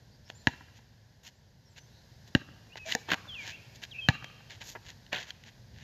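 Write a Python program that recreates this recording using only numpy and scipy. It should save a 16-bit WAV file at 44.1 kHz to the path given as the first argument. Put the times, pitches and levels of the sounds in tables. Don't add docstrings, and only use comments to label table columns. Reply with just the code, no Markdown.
import sys
import numpy as np
from scipy import signal
from scipy.fft import rfft, irfft
from scipy.io import wavfile
from scipy.ndimage import uniform_filter1d

SR = 44100
rng = np.random.default_rng(int(sys.argv[2]) if len(sys.argv) > 2 else 0)


def dump_mix(stems):
    frames = np.atleast_2d(stems).T
    limited = np.clip(frames, -1, 1)
    pcm = np.round(limited * 32767).astype(np.int16)
    wavfile.write(sys.argv[1], SR, pcm)


N = 257103
T = np.arange(N) / SR

# f/Hz, level/dB
GRIT = [(300, -29.5), (900, -9.5), (1700, 10), (2800, 6), (4200, 2.5), (7000, -4.5), (14000, -22.5)]
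# f/Hz, level/dB
SOLE = [(70, -14), (200, -2.5), (450, -5), (800, -1.5), (1200, -1.5), (2000, -4.5), (5000, -33)]


def undb(db):
    return 10 ** (np.asarray(db) / 20)


def unit(x):
    return x / np.sqrt(np.mean(x ** 2))


def add(out, s, x):
    i = int(s * SR)
    out[i:i + len(x)] += x[:max(N - i, 0)]


def colour(x, points, tilt_db=0, size=8192):
    hz, db = np.transpose(points)
    octave = np.log2(np.fft.rfftfreq(size, 1 / SR) + 1)
    slope = tilt_db * np.clip(octave - np.log2(3000), -2, 2)
    gain = undb(np.interp(octave, np.log2(hz), db) + slope)
    cepstrum = irfft(np.log(gain))
    cepstrum[1:size // 2] *= 2
    cepstrum[size // 2 + 1:] = 0
    return signal.fftconvolve(x, irfft(np.exp(rfft(cepstrum))))[:len(x)]


def fade(t, t60):
    return np.exp(-np.log(1000) * t / t60)


def ring(t, modes, tuning=1):
    return sum(undb(db) * fade(t, t60) * np.sin(2 * np.pi * hz * tuning * t) for hz, db, t60 in modes)


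def walk(rate_hz):
    hold = int(SR / rate_hz)
    steps = np.repeat(rng.standard_normal(N // hold + 1), hold)
    return unit(uniform_filter1d(steps, hold)[:N])


def grains(count, spread_db):
    sizes = undb(spread_db * np.minimum(rng.exponential(size=count), 5))
    return rng.standard_normal(count) * sizes * (rng.random(count) < 0.16)


def background(rumble_gain_db=4.5, hiss_gain_db=8, rumble_wander_db=0.94, hiss_wander_db=0.1):
    # f/Hz, level/dB
    rumble_spectrum = [(20, -37), (40, -7), (65, -3), (120, 1), (170, -8.5), (230, -11.5), (320, -27),
                       (600, -25.5), (2000, -61)]
    hiss_spectrum = [(150, 4.5), (500, 7.5), (900, 5), (1700, 4.5), (2800, -4.5), (5000, 4.5), (7000, -6.5),
                     (9000, 4.5), (14000, -13)]
    # t/s, level before gain/dB
    rumble_course = [(0.0, -60), (0.41, -59.5), (1.07, -62.5), (1.66, -62), (2.3, -57.5), (5.24, -59),
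                     (5.83, -56.5)]
    hiss_course = [(0.0, -69.5), (0.28, -70.5), (0.5, -64), (0.89, -71.5), (1.59, -72.5), (1.88, -67.5),
                   (2.82, -66), (2.97, -62), (5.83, -68)]
    rumble_db = np.interp(T, *np.transpose(rumble_course)) + rumble_wander_db * walk(5.3)
    hiss_db = np.interp(T, *np.transpose(hiss_course)) - hiss_wander_db * walk(3.8)
    rumble = unit(colour(rng.standard_normal(N), rumble_spectrum))
    hiss = unit(colour(rng.standard_normal(N), hiss_spectrum))
    return undb(rumble_db + rumble_gain_db) * rumble + undb(hiss_db + hiss_gain_db) * hiss


def bird_buzzes(warble_hz=260, depth_rad=1.1):
    # middle t/s, length/s, centre f/Hz, level/dB, rise/(Hz per s)
    calls = [(0.135, .08, 4730, -63, 11000), (0.273, 0.06, 5340, -57, 6000.5), (0.403, 0.089, 4270, -62, 0),
             (1.973, 0.16, 4070, -63, 1798)]
    out = np.zeros(N)
    for s, length, hz, db, rise in calls:
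        on = abs(T - s) < length / 2
        t = T[on] - s
        glide = 2 * np.pi * (hz + rise * t / 2) * t
        warble = depth_rad * np.sin(2 * np.pi * warble_hz * t)
        out[on] += undb(db) * np.cos(np.pi * t / length) * np.sin(glide + warble)
    return out


def treetops(x, wet_db=-9, t60=1.35, build_s=0.036):
    t = T[:SR]
    envelope = fade(t, t60) * np.minimum(t / build_s, 1)
    response = unit(rng.standard_normal(SR) * envelope) / np.sqrt(SR)
    return x + undb(wet_db) * signal.fftconvolve(x, response)[:N]


def scuffs(spread_db=3.5, swell_power=1.35):
    # hardest pressure t/s, rise/s, fall/s, grit level/dB, tilt/(dB per octave)
    slides = [(.29, .04, 0.057, -56.5, 4.5), (.775, 0.039, .025, -55.5, 5), (1.235, .006, .04, -53, 10),
              (1.275, 0.048, 0.027, -46, 6), (1.763, 0.0042, 0.025, -53.5, 1),
              (1.783, 0.021, 0.021, -47.5, 3), (2.284, 0.024, 0.015, -52, 6.5),
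              (2.774, 0.011, 0.019, -38, .5), (2.915, 0.075, 0.057, -34, 3),
              (3.123, 0.054, 0.033, -31.5, -2.5), (3.48, 0.14, 0.081, -42, 2.5),
              (3.759, .02, .025, -49.5, 6), (3.838, 0.025, 0.023, -40, 3), (4.501, 0.0053, 0.1, -45.5, 1.5),
              (4.617, .017, 0.025, -39, 0.5), (4.69, 0.086, 0.071, -42, 10.5),
              (4.9, 0.091, 0.044, -47.5, 3.5), (5.137, 0.023, 0.082, -30, -6),
              (5.21, 0.058, 0.059, -40, 1.5), (5.296, 0.051, 0.024, -46.5, 3),
              (5.48, .049, 0.037, -50.5, 1.5), (5.82, 0.12, .04, -54.5, 1)]
    out, t = np.zeros(N), T[:SR // 3] - T[SR // 7]
    for s, rise, fall, db, tilt_db in slides:
        pressure = np.interp(t, [-rise, 0, fall], [0, 1, 0]) ** swell_power
        grit = unit(colour(grains(len(t), spread_db), GRIT, tilt_db))
        sole = unit(colour(grains(len(t), spread_db), SOLE))
        sole_db = -8.5 - 0.31 * tilt_db
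        add(out, s + t[0], undb(db) * pressure * (grit + undb(sole_db) * sole))
    return out


def surroundings(x, tail_db=-26, tail_t60=1.3, build_s=0.048, echo_smear_s=0.003, echo_hz=1200):
    # delay/s, smear/s, level/dB,
    # centre f/Hz
    scatter = [(0.01, 0.018, -23, 805), (.055, 0.022, -23, 11100)]
    # delay/s, level/dB
    echoes = [(0.065, -35), (0.138, -36.5), (0.152, -51), (0.212, -46), (.265, -57.5), (0.319, -46)]
    # f/Hz, level/dB
    tail_spectrum = [(80, -8.5), (250, -5.5), (700, -10.5), (950, -1.5), (1200, 11.5), (1700, -9),
                     (2300, 4), (3000, 0), (6000, -5.5), (14000, -2.5)]
    t = T[:SR]
    tail = colour(rng.standard_normal(SR), tail_spectrum) * fade(t, tail_t60)
    response = undb(tail_db) * unit(tail * np.minimum(t / build_s, 1))
    reflections = scatter + [(delay, echo_smear_s, db, echo_hz) for delay, db in echoes]
    for delay, smear, db, hz in reflections:
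        band = [(hz / 8, -12), (hz / 2, -6), (hz, 0), (hz * 1.5, -11), (hz * 6, -20)]
        burst = rng.standard_normal(SR) * np.exp(-((t - delay) / smear) ** 2)
        response += undb(db) * unit(colour(burst, band))
    return signal.fftconvolve(x, response / np.sqrt(SR))[:N]


def snap(body_db, t60=0.011, rise_s=0.0009):
    # f/Hz, level/dB
    spectrum = [(300, -27), (900, -18.5), (1800, 5), (3000, 8), (4200, 2), (5500, -8), (7000, -7.5),
                (14000, -20.5)]
    t = T[:SR // 30]
    burst = rng.standard_normal((2, len(t))) * fade(t, t60) * (1 - np.exp(-t / rise_s))
    click = unit(colour(burst[0], spectrum)) + undb(body_db) * unit(colour(burst[1], SOLE))
    return click / np.max(abs(click))


def snaps(stones_per_s=140, jitter=0.25, scatter_db=3.0, max_stones=12):
    # stones underfoot, and perhaps a hand catching the ball at 4.24 s
    # t/s, peak/dB, body relative to click/dB
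    singles = [(.3, -27, -1), (2.7559, -29.5, 11), (2.9219, -13, -22), (3.836, -25.5, -25),
               (4.243, -24, -3.5), (5.1285, -17, -2), (5.0642, -40, -22), (5.305, -25.5, -25),
               (5.437, -38.5, -23)]
    # t/s, length/s, starting peak/dB, ending peak/dB, body relative to click/dB
    runs = [(3.105, 0.04, -13, -18, 5), (5.136, .05, -25, -28, -20)]
    out = np.zeros(N)
    for s, db, body_db in singles:
        add(out, s, undb(db) * snap(body_db))
    for s, length, first_db, last_db, body_db in runs:
        for k, (late, size) in enumerate(rng.standard_normal((max_stones, 2))):
            after = (k + jitter * late) / stones_per_s
            db = np.interp(after, [0, length], [first_db, last_db]) + scatter_db * size
            add(out, s + after, (after < length) * undb(db) * snap(body_db))
    return out


def whistle(length, from_hz, to_hz, db, trill=0, trill_hz=80.6, waver=0.0063, flutter_db=2.1):
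    t = T[:int(length * SR)]
    settle = 1.3
    slide = np.expm1(-settle * t / length) / np.expm1(-settle)
    bend = 1 + trill * np.sin(2 * np.pi * trill_hz * t) + waver * walk(212)[:len(t)]
    hz = (from_hz + (to_hz - from_hz) * slide) * bend
    phase = 2 * np.pi * np.cumsum(hz) / SR
    swell = np.sin(np.pi * t / length) ** 0.42
    level = undb(db + flutter_db * walk(82)[:len(t)])
    return np.sqrt(2) * level * swell * np.sin(phase)


def bird_whistles():
    # t/s, length/s, from f/Hz, to f/Hz, level/dB
    chirps = [(0.346, .038, 6830, 7380, -55.5), (0.388, .045, 7000, 7300, -63),
              (1.355, .035, 7050, 7670, -68), (1.652, 0.042, 5800, 5350, -65.5),
              (1.687, .05, 7900, 7300, -66), (1.791, 0.035, 5900, 6200, -60), (1.83, .035, 5970, 6300, -68)]
    song = [(2.695, .04, 2440, 2520, -59, 0), (2.718, 0.03, 2580, 2980, -54.5, 0.011),
            (2.773, .09, 2640, 2510, -50, 0), (2.857, 0.064, 2390, 2270, -43.5, 0),
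            (3.277, 0.08, 3650, 2940, -44.5, 0.0049), (3.338, .012, 2980, 3520, -45, 0.0034),
            (3.347, .105, 2846, 2110, -42, 0), (3.496, 0.066, 2230, 2760, -46, 0.022),
            (3.91, 0.026, 3970, 2840, -45, 0.037), (3.935, 0.06, 2500, 2570, -44.5, 0.074),
            (3.982, 0.029, 2540, 2590, -41.5, 0), (4.01, 0.062, 3260, 3110, -41.5, 0.00031),
            (4.077, .055, 2700, 2246, -42.5, 0), (4.126, 0.048, 2636, 2830, -44.5, .02)]
    out = np.zeros(N)
    for s, *note in song + chirps:
        add(out, s, whistle(*note))
    return out


def basketball(thump_t60=0.098, flex_rise_s=0.0015, crack_t60=0.02, ping_hz=2880, ping_t60=0.0084,
               first_touch=0.59, spread_s=0.00089, peel_db=-33, spray_db=-37, spray_t60=0.28):
    # t/s, overall gain/dB, thump/dB, thump f/Hz, flex/dB, crack/dB, contact/s,
    # ring tuning/ratio, ping/dB, send to the surroundings/dB
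    bounces = [(0.4711, -10, -6.5, 98, 3, -3, 0.013, 1, -2.5, -1.5),
               (2.3504, -10.5, -1.5, 103, 10, -7, 0.0097, 0.98, 4, -2),
               (4.0871, -6, -1.5, 119, -7, -4.5, 0.012, 1.009, -4, 2)]
    # f/Hz, level/dB, t60/s
    flex_modes = [(267.4, -1, 0.021), (320, -12.5, 0.0093), (554, -13.5, 0.023)]
    # f before tuning/Hz, level/dB, t60/s
    ring_modes = [(800, -34, 0.051), (920, -16.5, 0.025), (1407, -15.5, 0.017), (1697, -0.5, .019),
                  (1880, -5, 0.023), (2250, -29.5, 0.0092), (3470, -4.5, 0.0016), (3950, -5.5, 0.01),
                  (5360, -26, 0.01), (6360, -23, 0.009)]
    # f/Hz, level/dB, t60/s
    cavity_modes = [(2720, -39.5, .35), (3800, -43.5, 0.22)]
    # f/Hz, level/dB
    crack_spectrum = [(200, -30), (600, 5.5), (1200, 9), (2300, 6.5), (3500, -2.5), (5000, -11),
                      (7000, -14.5), (14000, -28)]
    direct, sent, t = np.zeros(N), np.zeros(N), T[:SR // 3]
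    highpass = signal.butter(2, 55, "high", fs=SR, output="sos")
    for s, db, thump_db, thump_hz, flex_db, crack_db, contact, tuning, ping_db, sent_db in bounces:
        touching = np.exp(-(t / contact) ** 6)
        squash = 1 - np.exp(-t / flex_rise_s)
        thump = np.sin(2 * np.pi * thump_hz * t) * touching * fade(t, thump_t60)
        body = squash * (undb(thump_db) * thump - undb(flex_db) * ring(t, flex_modes))
        shell = ring(t, ring_modes + [(ping_hz, ping_db, ping_t60)], tuning) + ring(t, cavity_modes)
        crack = unit(colour(rng.standard_normal(len(t)), crack_spectrum)) * fade(t, crack_t60)
        patch = 1 - (1 - first_touch) * np.exp(-t / spread_s)
        slap = patch * (undb(crack_db) * crack - shell)
        peel = undb(peel_db) * np.exp(-((t - contact) / 0.0045) ** 2)
        spray = undb(spray_db) * fade(t, spray_t60) * (t > contact)
        grit = (peel + spray) * unit(colour(grains(len(t), spread_db=1.3), GRIT, tilt_db=0.5))
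        blow = undb(db) * (signal.sosfilt(highpass, body) + slap + grit)
        add(direct, s, blow)
        add(sent, s, undb(sent_db) * blow)
    return direct, sent


def judder(start_s=2.853, length_s=0.038, slip_hz=660, db=-42, wobble=0.05, rough_db=3):
    # f/Hz, level/dB
    spectrum = [(100, -20), (650, 5), (1300, -16), (3200, -20), (4500, -21), (6200, -6), (14000, -39)]
    out, t = np.zeros(N), T[:int(length_s * SR)]
    hz = slip_hz * (1 + wobble * walk(300)[:len(t)])
    cycles = np.floor(np.cumsum(hz) / SR)
    slips = np.diff(cycles, prepend=0) * undb(rough_db * walk(500)[:len(t)])
    swell = np.sqrt(np.sin(np.pi * t / length_s))
    add(out, start_s, undb(db) * swell * unit(colour(slips, spectrum)))
    return out


def stomp(slap_at_s=0.00095, slap_width_s=0.0011):
    # t/s, overall gain/dB, slap/dB
    plants = [(2.9502, -20, -0.5)]
    # f/Hz, level/dB, t60/s
    shoe_modes = [(242, 1.5, 0.022), (474, -5.5, 0.067), (732, -8, 0.033), (793, 3, 0.016),
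                  (1790, 10.5, 0.012)]
    out, t = np.zeros(N), T[:SR // 10]
    for s, db, slap_db in plants:
        contact = np.exp(-((t - slap_at_s) / slap_width_s) ** 2)
        slap = contact * unit(colour(rng.standard_normal(len(t)), GRIT, tilt_db=7.0))
        knock = ring(t, shoe_modes) * (1 - np.exp(-t / slap_at_s))
        add(out, s, undb(db) * (knock + undb(slap_db) * slap))
    return out


def treads(spread_db=1.5, attack_s=0.0009):
    # t/s, length/s, level/dB
    footfalls = [(3.086, 0.013, -29.5), (4.751, 0.017, -36.5)]
    out, t = np.zeros(N), T[:SR // 20]
    for s, length, db in footfalls:
        pressure = (1 - np.exp(-t / attack_s)) * np.exp(-(t / length) ** 2)
        patter = unit(colour(grains(len(t), spread_db), SOLE))
        add(out, s, undb(db) * pressure * patter)
    return out


def scene():
    bounces, sent = basketball()
    shoes = stomp() + treads() + scuffs() + judder() + snaps()
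    echoes = surroundings(sent + shoes)
    birds = treetops(bird_whistles() + bird_buzzes())
    return (bounces + shoes + echoes + birds + background())[None]


def record(dry, top_hz=14200):
    # f/Hz, level/dB
    overall_colour = [(15, -18.5), (50, -5), (100, -2.5), (950, -2), (1250, -13), (1600, -0.5), (1900, -1),
                      (2300, -4.5), (2900, 0.5), (4200, -2), (5300, -4.5), (6900, 0.5), (7600, -12.5),
                      (8600, -26.5), (10200, -22), (11600, -8), (14000, -4)]
    coloured = np.array([colour(channel, overall_colour) for channel in dry])
    lowpass = signal.ellip(8, 0.2, 70, top_hz, fs=SR, output="sos")
    return signal.sosfilt(lowpass, coloured)


dry = scene()
out = record(dry)
dump_mix(out)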